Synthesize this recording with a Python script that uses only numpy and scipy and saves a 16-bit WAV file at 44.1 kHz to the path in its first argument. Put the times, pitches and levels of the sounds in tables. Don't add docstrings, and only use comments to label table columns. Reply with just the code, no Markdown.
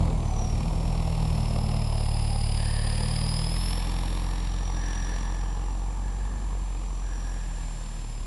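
import sys
import numpy as np
from scipy import signal
from scipy.fft import rfft, irfft, next_fast_len
from scipy.io import wavfile

SR = 44100
rng = np.random.default_rng(int(sys.argv[2]) if len(sys.argv) > 2 else 0)


def log_audio(samples):
    frames = np.atleast_2d(samples).T
    limited = np.clip(frames, -1, 1)
    pcm = np.round(limited * 32767).astype(np.int16)
    wavfile.write(sys.argv[1], SR, pcm)


N = 364266
TIME = np.arange(N) / SR
CRUISE_HZ = 40
BONNET_PASS_S, TAIL_PASS_S = 0.11, 2.04

# time in seconds, firings per second.
ENGINE_SPEED = [(0.0, 42.305), (0.372, 35.929), (0.796, 41.119), (1.62, 38.212), (1.758, 39.103),
                (1.901, 37.135), (2.9, 36.81), (3.064, 38.693), (3.425, 39.411), (3.62, 42.388),
                (4.62, 44.006), (4.89, 42.913), (5.835, 45.064), (6.363, 47.437), (6.814, 44.378),
                (7.335, 43.192), (7.494, 40.568), (8.26, 36.913)]
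# middle in seconds, length in seconds,
# rise of the knock in dB, rise of the exhaust pulses in dB.
STRAINS = [(0.012, 0.19, 2.5, 10.5), (1.756, 1, 2.5, -0.5), (4.1, 0.6, 4, 0.5), (5.104, 0.95, 4, 1),
           (7.253, 0.3, 2, 1.5)]
# time in seconds, level in dB.
GAS_JET = [(0.0, -50), (0.2, -53), (1.16, -48.5), (1.7, -48.5), (3.56, -43), (4.56, -50.5), (5.08, -48.5),
           (5.85, -61), (8.15, -57)]
# middle in seconds, length in seconds,
# rise of the tone in dB, rise of its octave in dB, shift of the pitch in Hz.
WHISTLE_FLARES = [(.45, .28, 8, 3, 110), (1.55, .7, -0.5, -2, -39.5), (3.35, .35, 3.5, 1, -70),
                  (3.7, 0.25, 4.5, 8, 0.5), (4.15, 0.47, -1, 8, 0), (5.0, .8, 4, -8, 89),
                  (7.25, .4, 9.5, 8, -70.5)]


def amp(db):
    return 10 ** (np.asarray(db) / 20)


def unit(x):
    return x / np.sqrt(np.mean(x ** 2) + 1e-20)


def curve(rows):
    return np.interp(TIME, *np.transpose(rows))


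def swells(rows, index=0):
    return sum(heights[index] * np.exp(-(2 * (TIME - s) / length) ** 2) for s, length, *heights in rows)


def response(spectrum, hz):
    table_hz, db = np.transpose(spectrum)
    return np.interp(np.log(hz), np.log(table_hz), db)


def colour(x, spectrum):
    size = next_fast_len(N + 4096)
    hz = np.fft.rfftfreq(size, 1 / SR)
    shaped = rfft(x, size) * amp(response(spectrum, hz + 1))
    return unit(irfft(shaped, size)[:N])


def drift(rate_hz):
    times = np.arange(0, TIME[-1] + 1, .5 / rate_hz)
    return unit(np.interp(TIME, times, rng.standard_normal(N)[:len(times)]))


def resonate(x, hz, width_hz):
    spin = np.exp(2j * np.pi * np.cumsum(hz) / SR)
    decay = np.exp(-np.pi * width_hz / SR)
    return 2 * (spin * signal.lfilter([1 - decay], [1, -decay], x / spin)).real


def puffs(firings, lead, rise, fall, depth, uneven_db):
    position = firings + lead + .5
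    age = position % 1 - .5
    strength = amp(uneven_db * rng.uniform(-1, 1, N))[np.abs(position).astype(int)]
    shape = np.exp(np.where(age < 0, age / rise, -age / fall))
    return unit(1 + depth * strength * shape)


def behind():
    return np.clip((TIME - 2.5) / 1.4, 0, 1)


def distance_loss(pass_s, speed_m_per_s=1.59, nearest_m=3.76):
    return 20 * np.log10(np.hypot(1, speed_m_per_s * (TIME - pass_s) / nearest_m))


def camera(hiss_db=-57, wobble_hz=7):
    # pitch in Hz, level in dB before the swell.
    whine_tones = [(6961, -90), (7208, -62), (7424, -65.5), (7542, -80)]
    # frequency in Hz, relative level in dB.
    hiss_spectrum = [(100, 6), (900, 15.5), (1500, 3), (3000, 6.5), (6000, -4.5), (9000, -28), (10500, 1),
                     (11500, 5)]
    # time in seconds, boost in dB.
    slow_swell = [(0, 0), (2.7, 0.5), (5, 3), (7.1, 4), (7.7, 7.5), (8.26, 4.5)]
    wobble = np.cumsum(wobble_hz * drift(25)) / SR
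    whine = sum(amp(db) * np.sqrt(2) * np.sin(2 * np.pi * (hz * TIME + wobble + rng.random()))
                for hz, db in whine_tones)
    hiss = amp(hiss_db) * colour(rng.standard_normal(N), hiss_spectrum)
    return amp(curve(slow_swell)) * (whine + hiss)


def tyre_rumble(rolling_db=-44.5):
    # frequency in Hz, relative level in dB.
    snow_spectrum = [(15, -52), (35, -6.5), (58, 0.5), (80, -5), (125, -10.5), (215, -12), (270, -19.5),
                     (400, -27), (800, -50)]
    # middle in seconds, length in seconds, boost in dB.
    churns = [(.15, 1, 12.3), (.75, 0.66, 9.6), (1.38, 0.74, 11.7), (6.35, 1, 5.2)]
    return amp(rolling_db + swells(churns)) * colour(rng.standard_normal(N), snow_spectrum)


def tyre_howls(fuzz=0.12, scoop=0.066):
    # start in seconds, length in seconds, pitch in Hz, peak level in dB.
    slips = [(0.23, 0.41, 737, -43.5), (2.034, 0.75, 800, -42.5), (2.55, 1.03, 1777, -47.5),
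             (2.75, 0.77, 520, -49), (3.5, 2.8, 1744, -54), (4.707, 1.16, 1722, -46), (5.3, 1.6, 820, -52),
             (5.95, 1.15, 1704, -55.5), (6.98, 1.35, 1690, -53)]
    out = np.zeros(N)
    for start, length, hz, db in slips:
        span = (TIME > start) & (TIME < start + 2 * length)
        age = (TIME[span] - start) / (0.2 * length)
        pitch = hz * (1 - scoop * np.exp(-3 * age))
        noise = rng.standard_normal(N)[span]
        tone = resonate(resonate(noise, pitch, fuzz * hz), pitch, fuzz * hz)
        out[span] += amp(db) * (age * np.exp(1 - age)) ** 0.85 * unit(tone)
    return out


def tailpipe_hiss(firings, boost_db=1.0):
    # frequency in Hz, relative level in dB.
    gas_spectrum = [(900, -25), (1450, -6.5), (2300, 1), (3200, -1.5), (4400, -0.5), (5300, -7),
                    (6200, -24), (6900, -11), (8500, -12.5), (10500, -7), (11500, -16.5)]
    # time in seconds, pitch in Hz.
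    rasp_pitch = [(0, 2200), (1.2, 2670), (2.1, 2780), (3.6, 3400), (4.3, 3800), (5.3, 3460), (5.9, 2320),
                  (7.7, 2460)]
    noise = rng.standard_normal(N)
    bursts = noise * puffs(firings, lead=0.028, rise=0.14, fall=0.12, depth=1.75, uneven_db=4.0)
    rasp = 0.81 * resonate(bursts, curve(rasp_pitch), width_hz=220)
    level_db = curve(GAS_JET) + boost_db + 0.48 * drift(5)
    return amp(level_db) * colour(bursts + rasp, gas_spectrum)


def whistle_pitch(base_hz=5251, hz_per_firing_hz=123, lag_s=0.29):
    decay = np.exp(-1 / (lag_s * SR))
    flow = signal.lfilter([1 - decay], [1, -decay], curve(ENGINE_SPEED) - CRUISE_HZ)
    earlier_rev_hz = 1400 * np.exp(-TIME / .5)
    return base_hz + hz_per_firing_hz * flow + earlier_rev_hz + swells(WHISTLE_FLARES, index=2)


def whistle_levels(hz):
    # pitch in Hz, boost in dB.
    pipe_response = [(4950, 1.5), (5220, -1), (5420, -5), (5600, -4), (5780, 0), (5980, -4), (6450, -15),
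                     (9750, 6), (10500, 0.5), (11000, -6.5), (11300, -8), (12000, -28)]
    jet_db = curve(GAS_JET) - 0.47 * distance_loss(TAIL_PASS_S)
    tone_db = swells(WHISTLE_FLARES) + response(pipe_response, hz) + 0.5
    octave_db = swells(WHISTLE_FLARES, index=1) + response(pipe_response, 2 * hz) - 4.0
    return jet_db + tone_db, jet_db + octave_db


def tailpipe_whistle(firings, pulses, full_jet_db=-45):
    hz = whistle_pitch()
    tone_db, octave_db = whistle_levels(hz)
    warble = amp(.55 * np.minimum(curve(GAS_JET) - full_jet_db, 0))
    chirp = 140 * np.exp(-(np.sin(np.pi * (firings + .06)) / .24) ** 2)
    slosh = 60 * np.cos(2 * np.pi * 3 * (firings + .08))
    sag = 110 * np.sin(2 * np.pi * firings)
    flutter = 50 * drift(500)
    shake = 2500 * pulses + (chirp + slosh) * (1 - behind())
    hz = hz + warble * shake - sag * behind() + flutter
    angle = 2 * np.pi * np.cumsum(hz) / SR
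    tone = np.sin(angle) * puffs(firings, lead=0, rise=0.2, fall=0.22, depth=3.2, uneven_db=3.0)
    octave = np.sin(2 * angle) * unit(amp(-55 * pulses))
    breathiness = unit(amp(2 * drift(300)))
    return np.sqrt(2) * breathiness * (amp(tone_db) * tone + amp(octave_db) * octave)


def diesel_knock(firings, base_db=-40, db_per_firing_hz=0.3943):
    # frequency in Hz, relative level in dB.
    side_spectrum = [(180, -25), (280, -4), (380, -3), (480, -1.5), (600, -1), (780, 1.5), (980, -3),
                     (1200, -8), (1480, -21), (2000, -48)]
    # frequency in Hz, relative level in dB.
    rear_spectrum = [(180, -3.5), (290, 1), (400, -6), (490, -2), (620, -7.5), (820, -0.5), (930, -1),
                     (1180, -4), (1450, -17.5), (2000, -36)]
    noise = rng.standard_normal(N)
    side_knocks = noise * puffs(firings, lead=.01, rise=0.061, fall=0.2, depth=0.86, uneven_db=7.0)
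    rear_knocks = noise * puffs(firings, lead=0.019, rise=0.1, fall=0.11, depth=1.54, uneven_db=3.5)
    side = np.sqrt(1 - behind()) * colour(side_knocks, side_spectrum)
    rear = np.sqrt(behind()) * colour(rear_knocks, rear_spectrum)
    effort_db = db_per_firing_hz * (curve(ENGINE_SPEED) - CRUISE_HZ) + swells(STRAINS)
    return amp(base_db + effort_db - 0.97 * distance_loss(BONNET_PASS_S)) * (side + rear)


def silencer_levels():
    # frequency in Hz, level in dB.
    silencer = [(36.5, -26.5), (38.7, -29.5), (41, -26.5), (47, -25.5), (72, -30.5), (86, -33),
                (100, -32.5), (116, -29.5), (128, -38.5), (145, -43), (158, -30), (172, -39), (190, -44)]
    rate, loss_db = curve(ENGINE_SPEED), distance_loss(TAIL_PASS_S)
    lowest, *higher = [response(silencer, k * rate) for k in range(1, 5)]
    strain_db = swells(STRAINS, index=1)
    return [lowest - 0.46 * loss_db] + [db + strain_db - 1.91 * loss_db for db in higher]


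def pipe_ring(firings):
    # pitch in Hz, width in Hz, level in dB relative to the pulses' tones.
    resonances = [(157.8, 16.5, -8), (212.3, 12.3, -9), (307.5, 32.4, -10)]
    rate = curve(ENGINE_SPEED)
    ring = np.zeros(N)
    for k in (3.5, 4.5, 5, 5.5, 6, 7):
        gain = sum(amp(db) / (1 + (2 * (k * rate - hz) / width) ** 2) for hz, width, db in resonances)
        ring += gain * np.sin(2 * np.pi * k * firings)
    return ring


def exhaust(firings, jitter=0.0043, waver_db=0.5):
    throb_db, *pulse_dbs = silencer_levels()
    firings = firings + jitter * drift(18)
    throb = -amp(throb_db) * np.cos(2 * np.pi * firings)
    pulses = -sum(amp(db) * np.sin(2 * np.pi * k * firings) for k, db in enumerate(pulse_dbs, 2))
    ring = pipe_ring(firings + jitter * drift(5.5))
    ring *= amp((pulse_dbs[0] + pulse_dbs[1]) / 2 + 0.61 * drift(6))
    pulses *= amp(waver_db * drift(17))
    return np.sqrt(2) * (throb + ring), np.sqrt(2) * pulses


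def scene():
    firings = .653 + np.cumsum(curve(ENGINE_SPEED)) / SR
    throb, pulses = exhaust(firings)
    engine = throb + pulses + diesel_knock(firings)
    tailpipe = tailpipe_hiss(firings) + tailpipe_whistle(firings, pulses)
    return (engine + tailpipe + tyre_rumble() + tyre_howls() + camera())[None]


def record(dry, top_hz=12694):
    halved = 2 * dry * (np.arange(N) % 2)
    smoothing = signal.firwin(65, SR / 4, window=("kaiser", 9), fs=SR)
    treble_cut = signal.firwin(511, top_hz, window=("kaiser", 9), fs=SR)
    smooth = signal.oaconvolve(halved, smoothing[None], "same")
    return signal.oaconvolve(smooth, treble_cut[None], "same")


dry = scene()
out = record(dry)
log_audio(out)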